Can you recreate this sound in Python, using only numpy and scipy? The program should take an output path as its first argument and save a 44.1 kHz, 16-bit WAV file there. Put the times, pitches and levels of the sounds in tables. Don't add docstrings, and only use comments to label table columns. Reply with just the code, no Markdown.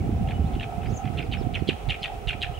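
import sys
import numpy as np
from scipy import signal
from scipy.fft import rfft, irfft
from scipy.io import wavfile
from scipy.ndimage import uniform_filter1d

SR = 44100
rng = np.random.default_rng(int(sys.argv[2]) if len(sys.argv) > 2 else 0)


def decibels_to_gain(level_db):
    exponent = np.asarray(level_db, float) / 20
    return 10 ** exponent


def to_wav(sig):
    pcm = np.clip(np.atleast_2d(sig), -1, 1) * 32767
    pcm = np.round(pcm).astype(np.int16)
    wavfile.write(sys.argv[1], SR, pcm.T)


N = 114219
T = np.arange(N) / SR


def unit(x):
    return x / np.sqrt(np.mean(x ** 2))


def colour(x, points):
    points_hz, points_db = np.array(points).T
    f = np.arange(N // 2 + 1) * SR / N + 1
    curve_db = np.interp(np.log(f), np.log(points_hz), points_db)
    curve_db = curve_db - 46 * np.clip(np.log2(points_hz[0] / f), 0, 9)
    return irfft(rfft(x) * decibels_to_gain(curve_db), N)


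def walk(rate):
    k = int(SR / rate)
    return unit(uniform_filter1d(uniform_filter1d(rng.standard_normal(N), k), k))


def pan(x, db):
    return x * decibels_to_gain(np.array([db / 2 + 0 * x, -db / 2 + 0 * x]))


def pair(make, alike):
    alike = np.clip(alike, 0, 1)
    return np.sqrt(alike) * make() + np.sqrt(1 - alike) * np.array([make(), make()])


def add(out, s, x):
    i = max(int(s * SR), 0)
    out[..., i:i + x.shape[-1]] += x[..., :N - i]


def echoes(x, t60, db):
    t = T[:SR]
    tail = rng.standard_normal((2, SR)) * decibels_to_gain(-60 * t / t60) * (t > .003)
    tail = tail / np.sqrt(np.sum(tail ** 2) / 2)
    return decibels_to_gain(db) * signal.fftconvolve(x[None], tail, axes=1)[:, :N]


def whistle(hz, db):
    tone = np.sin(2 * np.pi * np.cumsum(hz) / SR)
    return np.sqrt(2) * decibels_to_gain(db) * tone * signal.windows.tukey(len(hz), .3)


def warbler():
    # start t/s, level/dB, pitch factor, left-right/dB, tempo stretch
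    soft_notes = [
        (.274, -38, 1.0, -3, 1),
        (.596, -33.5, 1.0, -4, 1),
        (.818, -43, 0.92, 0, 1.15),
        (1.040, -43, .9, -3, 1),
        (.533, -45.5, 1.1, 0, .55),
    ]
    loud_notes = [
        (1.173, -33, .95, -4, .95),
        (1.888, -27.5, 1, -1, .98),
        (2.273, -26, .99, -3, 1.03),
    ]
    reply_notes = [
        (1.536, -30.5, .93, -4, 1),
        (1.315, -31, .97, -3.5, 1),
        (1.673, -27, 1.02, -3, 1),
        (2.023, -26.5, 1, -1.5, 1),
        (2.410, -27, 1.01, -2.5, 1.02),
    ]
    # offset t/s, length t/s, start f/Hz, end f/Hz, level/dB, roughness 0-1
    soft_pips = [
        (.0, .005, 2900, 2750, -3, .3),
        (.011, .008, 2300, 2700, -1.5, 1),
        (.022, .007, 3000, 2700, -7, .7),
        (.032, .009, 2300, 2800, -0.1, .75),
        (.044, .005, 2500, 2100, -2, .7),
    ]
    loud_pips = [
        (.0, 0.0038, 3000, 3100, -6.5, 0.85),
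        (.006, 0.0066, 2770, 2870, -2, 0.54),
        (.013, 0.01336, 3400, 2335, 0.9, 0.39),
        (0.03, 0.0095, 2260, 2645, -3, 0.48),
        (0.041, .006, 2800, 2840, -10.5, 0.78),
        (0.054, 0.00753, 2364, 2610, -5.5, 0.63),
        (.062, 0.0083, 2380, 2300, -10.5, 0.22),
    ]
    reply_pips = [
        (.0, 0.0055, 3110, 3350, -12, 0.81),
        (.007, 0.0043, 3210, 3050, -2, 0.67),
        (0.013, .017, 3352, 2322, 1.37, 0.5),
        (.032, 0.0073, 2220, 2600, -4.5, 0.66),
        (.043, .005, 2900, 2900, -16, .85),
        (.055, 0.0054, 2270, 2480, -12, 0.97),
    ]
    overtone_levels = (-33, -32, -38)
    overtone_multiples = (2, 2.8, 3.5)

    rasp_hz, buzz_hz, buzz_share, throb_hz = 1100, 780, .35, 210
    rasp = (walk(rasp_hz * 2) + 1j * walk(rasp_hz * 2)) / np.sqrt(2)
    beat = np.exp(2j * np.pi * np.cumsum(buzz_hz * (1 + .15 * walk(144.3))) / SR)
    buzz = (beat + 0.8 / beat + 0.25 * beat ** 2) / 1.3
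    grain = np.sqrt(1 - buzz_share) * rasp + np.sqrt(buzz_share) * buzz
    jangle = rasp ** 2 / abs(rasp) ** 1.5

    out = np.zeros((2, N))
    for notes, pips in ((soft_notes, soft_pips), (loud_notes, loud_pips), (reply_notes, reply_pips)):
        for start, db, factor, side_db, tempo in notes:
            luck = rng.standard_normal((len(pips), 2))
            slur = np.clip((-db - 30) / 8, 1, 1.2)
            for (off, length, hz0, hz1, pip_db, rough), (r, q) in zip(pips, luck):
                off, length = off * tempo, length * tempo * slur
                i, n = int((start + off) * SR), int(length * SR)
                u = np.arange(n) / n
                rough = np.clip(rough, 0, 1)
                glide = hz0 + (hz1 - hz0) * u
                phase = 2 * np.pi * np.cumsum(factor * glide) / SR
                throb = 1 + .6 * np.sin(2 * np.pi * (throb_hz * u * length + q))
                z = np.exp(1j * phase) * (np.sqrt(1 - rough ** 2) * throb + rough * grain[i:i + n])
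                z = z / np.sqrt(np.mean(abs(z) ** 2))
                for k, over_db in enumerate(overtone_levels):
                    strength = decibels_to_gain(over_db + (db + 27) * .9) * (glide / 2900) ** 2
                    overtone = np.exp(1j * overtone_multiples[k] * phase)
                    z = z + strength * overtone * jangle[i + 400 * (k + 1):][:n]
                scatter_db = 1.1 * r
                envelope = np.sqrt(2) * decibels_to_gain(db + pip_db + scatter_db) * np.sin(np.pi * u) ** .5
                add(out, start + off, pan(envelope * z.imag, side_db))
    return out


def wind():
    # t/s, level/dB, left-right/dB
    gust = [(0, -28, 0), (.25, -28.5, -4.5), (0.299, -30.5, -2.5), (.42, -28, -5), (0.618, -32.5, -2.5),
            (0.709, -38, -2.5), (0.923, -28.5, -9), (1.011, -41, -6.5), (1.07, -35, -7), (1.4, -31, -8.5),
            (1.699, -34, -11.5), (1.799, -46.5, -2), (1.9, -36, -14), (1.999, -52, -9),
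            (2.28, -45.5, -11.5), (2.4, -46, -11.5), (2.59, -44, -8)]
    # f/Hz, level/dB per Hz
    wind_spectrum = [(25, -18), (45, -0.5), (80, 0.3), (130, -2.5), (200, -6), (320, -15), (500, -20.5),
                     (900, -53)]
    s, db, side_db = np.array(gust).T
    side_db = np.interp(T, s, side_db)
    f = np.arange(N // 2 + 1) * SR / N + 1
    flutter_db, flutter_hz, alike_below_hz, lee_hz = 3.5, 24, 210, 151

    out = 0
    for hz in 30 * 2 ** np.arange(0, 5, .75):
        band = np.exp(-(np.log2(f / hz) / .5) ** 2)

        def eddies():
            noise = colour(rng.standard_normal(N), wind_spectrum)
            return irfft(rfft(noise) * band, N) * decibels_to_gain(flutter_db * walk(flutter_hz))

        lean = side_db * min(hz / lee_hz + 0.65, 1.3)
        out = out + pan(np.ones(N), lean) * pair(eddies, 1 / (1 + hz / alike_below_hz))
    steady = unit(out / pan(np.ones(N), side_db))
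    return steady * pan(decibels_to_gain(np.interp(T, s, db) + 0.5), side_db)


def eddy(out, s, db, hz, side_db, cycles, r):
    u = np.arange(-int(2 * SR / hz), int(2 * SR / hz)) * hz / SR
    puff = np.exp(-(u / cycles) ** 2) * np.cos(2 * np.pi * (u + r))
    lead = max(int((2 / hz - s) * SR), 0)
    right = 2 / (1 + decibels_to_gain(side_db)) * decibels_to_gain(db)
    add(out, s - 2 / hz, right * np.outer([decibels_to_gain(side_db), 1], puff[lead:]))


def thumps():
    # t/s, peak level/dB, f/Hz, left-right/dB
    thump_list = [(0.068, -24.5, 230, -7), (0.094, -20.5, 275, -5.5), (0.129, -19, 206, -2),
                  (0.215, -18.5, 160, -1), (0.396, -20.5, 199, -8), (0.449, -20, 170, -6),
                  (0.549, -24, 85.4, 0), (0.566, -24.5, 281.6, -20), (0.783, -26.5, 160, -18),
                  (0.908, -25.5, 226, -16), (1.049, -24, 224.4, -13), (1.103, -28.5, 276, -18),
                  (1.197, -27.5, 274, -15), (1.246, -29.5, 316, -28), (1.299, -29.5, 232, -24),
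                  (1.415, -24, 330, -12), (1.414, -23.5, 96, -24), (1.472, -22, 234, -33),
                  (1.534, -28, 138, -17), (1.577, -33, 460, -3), (1.624, -22.5, 314, -24),
                  (1.691, -15.5, 344, -33), (1.889, -21.5, 104, -22), (2.274, -26, 116, -28),
                  (2.352, -32.5, 260, -14)]
    out = np.zeros((2, N))
    for (s, db, hz, side_db), (r, r_thud) in zip(thump_list, rng.random((len(thump_list), 2))):
        eddy(out, s, db + 2.5, hz, side_db, 0.72, r)
        eddy(out, s, db + 2.5 - 3.5, max(hz * 0.39, 45), side_db, 0.72, r_thud)
    return out


def rolls():
    # t/s, peak level/dB, f/Hz, left-right/dB
    roll_list = [(0.015, -21.5, 98, -8), (0.043, -38, 120, 10), (.166, -18, 76, 1), (0.252, -18, 73.6, -1),
                 (0.28, -22, 107, 0), (.335, -22.5, 119.7, -1), (.366, -24.5, 88, 1), (.466, -18, 95, 2),
                 (0.496, -24.5, 98.5, -3), (0.598, -24, 65.4, -1), (.665, -26, 120, -4),
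                 (0.887, -25, 117, -5), (.928, -20.5, 108.2, -5), (1.067, -22, 129.6, -12),
                 (1.152, -29, 108, -17), (2.02, -32, 152, -16), (2.051, -42, 81, -20),
                 (2.141, -33.5, 78, -28), (2.186, -29.5, 74.4, -6), (2.294, -28, 70, -15),
                 (2.316, -32, 99, -22), (2.375, -34, 65, -22), (2.443, -28, 99, -22),
                 (2.468, -31.5, 91, -19), (2.5, -26.5, 121, -39), (2.528, -31, 110, -27),
                 (2.582, -25.5, 82, -12)]
    out = np.zeros((2, N))
    for (s, db, hz, side_db), r in zip(roll_list, rng.random(len(roll_list))):
        eddy(out, s, db, hz, side_db, 0.7, r)
    return out


def frogs():
    # f/Hz, width f/Hz, level/dB
    near_sacs = [
        (414.5, 82, -6),
        (711.5, 44.6, 0.4),
        (758.8, 90, 1),
        (780, 11, -22),
    ]
    far_sacs = [
        (1286.5, 104, 11.5),
        (1140, 290, 3.5),
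    ]

    def chorus(sacs):
        x = 1.96 * rng.standard_normal(N)
        for k in range(4):
            rate_hz = 58 * (.8 + .13 * k) * (1 + .06 * walk(9))
            phase = np.cumsum(rate_hz) / SR
            pulses = np.diff(np.floor(phase), prepend=0)
            x += unit(pulses) * decibels_to_gain(3 * walk(3.3))
        out = 0
        for hz, width, db in sacs:
            b, a = signal.iirpeak(hz, hz / (0.97 * width), fs=SR)
            ring = signal.lfilter(b, a, signal.lfilter(b, a, x))
            out = out + decibels_to_gain(db + 3 * walk(16.5)) * unit(ring)
        return unit(out)

    near = pan(decibels_to_gain(-41.5) * np.ones(N), -8) * pair(lambda: chorus(near_sacs), 0.72)
    far = decibels_to_gain(-55) * np.array([chorus(far_sacs), chorus(far_sacs)])
    return near + far


def far_birds():
    # peak t/s, rise t/s, fall t/s, top f/Hz, level/dB
    arcs = [
        (.893, .06, .052, 5200, -5),
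        (1.238, .028, .05, 5100, -3),
        (1.391, .022, .05, 5330, 0),
        (1.578, .01, .036, 5350, -7),
        (2.045, .075, -.008, 5600, -4),
        (.51, .068, -.022, 4650, 1),
    ]
    # t/s, f/Hz, level/dB
    trill = [
        (0.891, 7260, -64),
        (0.907, 5480, -59),
        (.921, 7120, -63),
        (0.929, 7150, -68),
        (.941, 6300, -52),
        (0.958, 7260, -57),
        (0.963, 7360, -49),
        (0.976, 6250, -43.5),
        (0.988, 6000, -47),
    ]
    # start t/s, length t/s, start f/Hz, end f/Hz, level/dB
    peeps = [
        (0.33, 0.045, 2944, 2975, -53.5),
        (0.379, 0.077, 2960, 2940, -65),
        (0.564, .018, 3050, 2905, -56),
        (2.537, 0.023, 2740, 3280, -49),
        (2.57, 0.013, 3140, 2670, -44.5),
        (.002, 0.016, 2290, 2170, -51),
    ]
    out, quaver = np.zeros(N), walk(120)
    for peak, rise, fall, top_hz, db in arcs:
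        t = np.arange(-int(rise * SR), int(fall * SR)) / SR
        u = np.where(t < 0, -t / .085, t / .056)
        hz = top_hz - (top_hz - 3000) * np.sin(np.pi / 2 * u) ** 2
        arc_db = -60 + db + np.where(t < 0, -3.0, 2.5) * u + 2.2 * quaver[:len(t)]
        add(out, peak - rise, whistle(hz, arc_db))
        quaver = quaver[len(t):]
    s, hz, db = np.array(trill).T
    t = np.arange(s[0], s[-1], 1 / SR)
    add(out, s[0], whistle(uniform_filter1d(np.interp(t, s, hz), 200), np.interp(t, s, db)))
    for start, length, hz0, hz1, db in peeps:
        add(out, start, whistle(np.linspace(hz0, hz1, int(length * SR)), db))
    return out


def marsh():
    # f/Hz, level/dB per Hz
    hiss_spectrum = [(250, -5), (550, -1), (1000, -11.5), (1800, -15.5), (2600, -12.5), (4500, -28),
                     (9000, -30), (15500, -38)]
    hiss = pair(lambda: unit(colour(rng.standard_normal(N), hiss_spectrum)) * decibels_to_gain(1.0 * walk(13.5)), .05)
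    whine = np.sqrt(2) * decibels_to_gain(-76.5) * np.sin(2 * np.pi * 15638 * T)
    return decibels_to_gain(-45.5) * hiss + whine


def traffic():
    # f/Hz, level/dB per Hz
    rumble_spectrum = [(30, -16), (42, 2), (90, -10), (160, -21), (300, -36), (600, -55)]
    return decibels_to_gain(-42.5) * pair(lambda: unit(colour(rng.standard_normal(N), rumble_spectrum)), 0.86)


def scene():
    bird, far = warbler(), far_birds()
    mid = bird.mean(0)
    leaves = echoes(mid, 0.098, -8.5)
    distance = echoes(mid, 0.53, -13.5)
    wet = leaves + distance + echoes(far, 0.16, -5)
    birds = bird + pan(far, -0.26) + wet
    return birds + wind() + thumps() + rolls() + frogs() + marsh() + traffic()


def roll_off(x):
    return signal.sosfilt(signal.butter(12, 15850, fs=SR, output="sos"), x)


def record(dry):
    # f/Hz, left-right/dB
    port_tilt = [
        (1500, 0.7),
        (3000, 0.27),
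        (5000, 3.5),
        (8000, 3),
        (14000, 1),
    ]
    ports = np.array([colour(dry[0], [(1, 0)] + list(port_tilt)), dry[1]])
    top_cut = signal.ellip(8, .2, 70, 15800, fs=SR, output="sos")
    mix = signal.sosfilt(top_cut, ports)
    return roll_off(mix)


dry = scene()
out = record(dry)
to_wav(out)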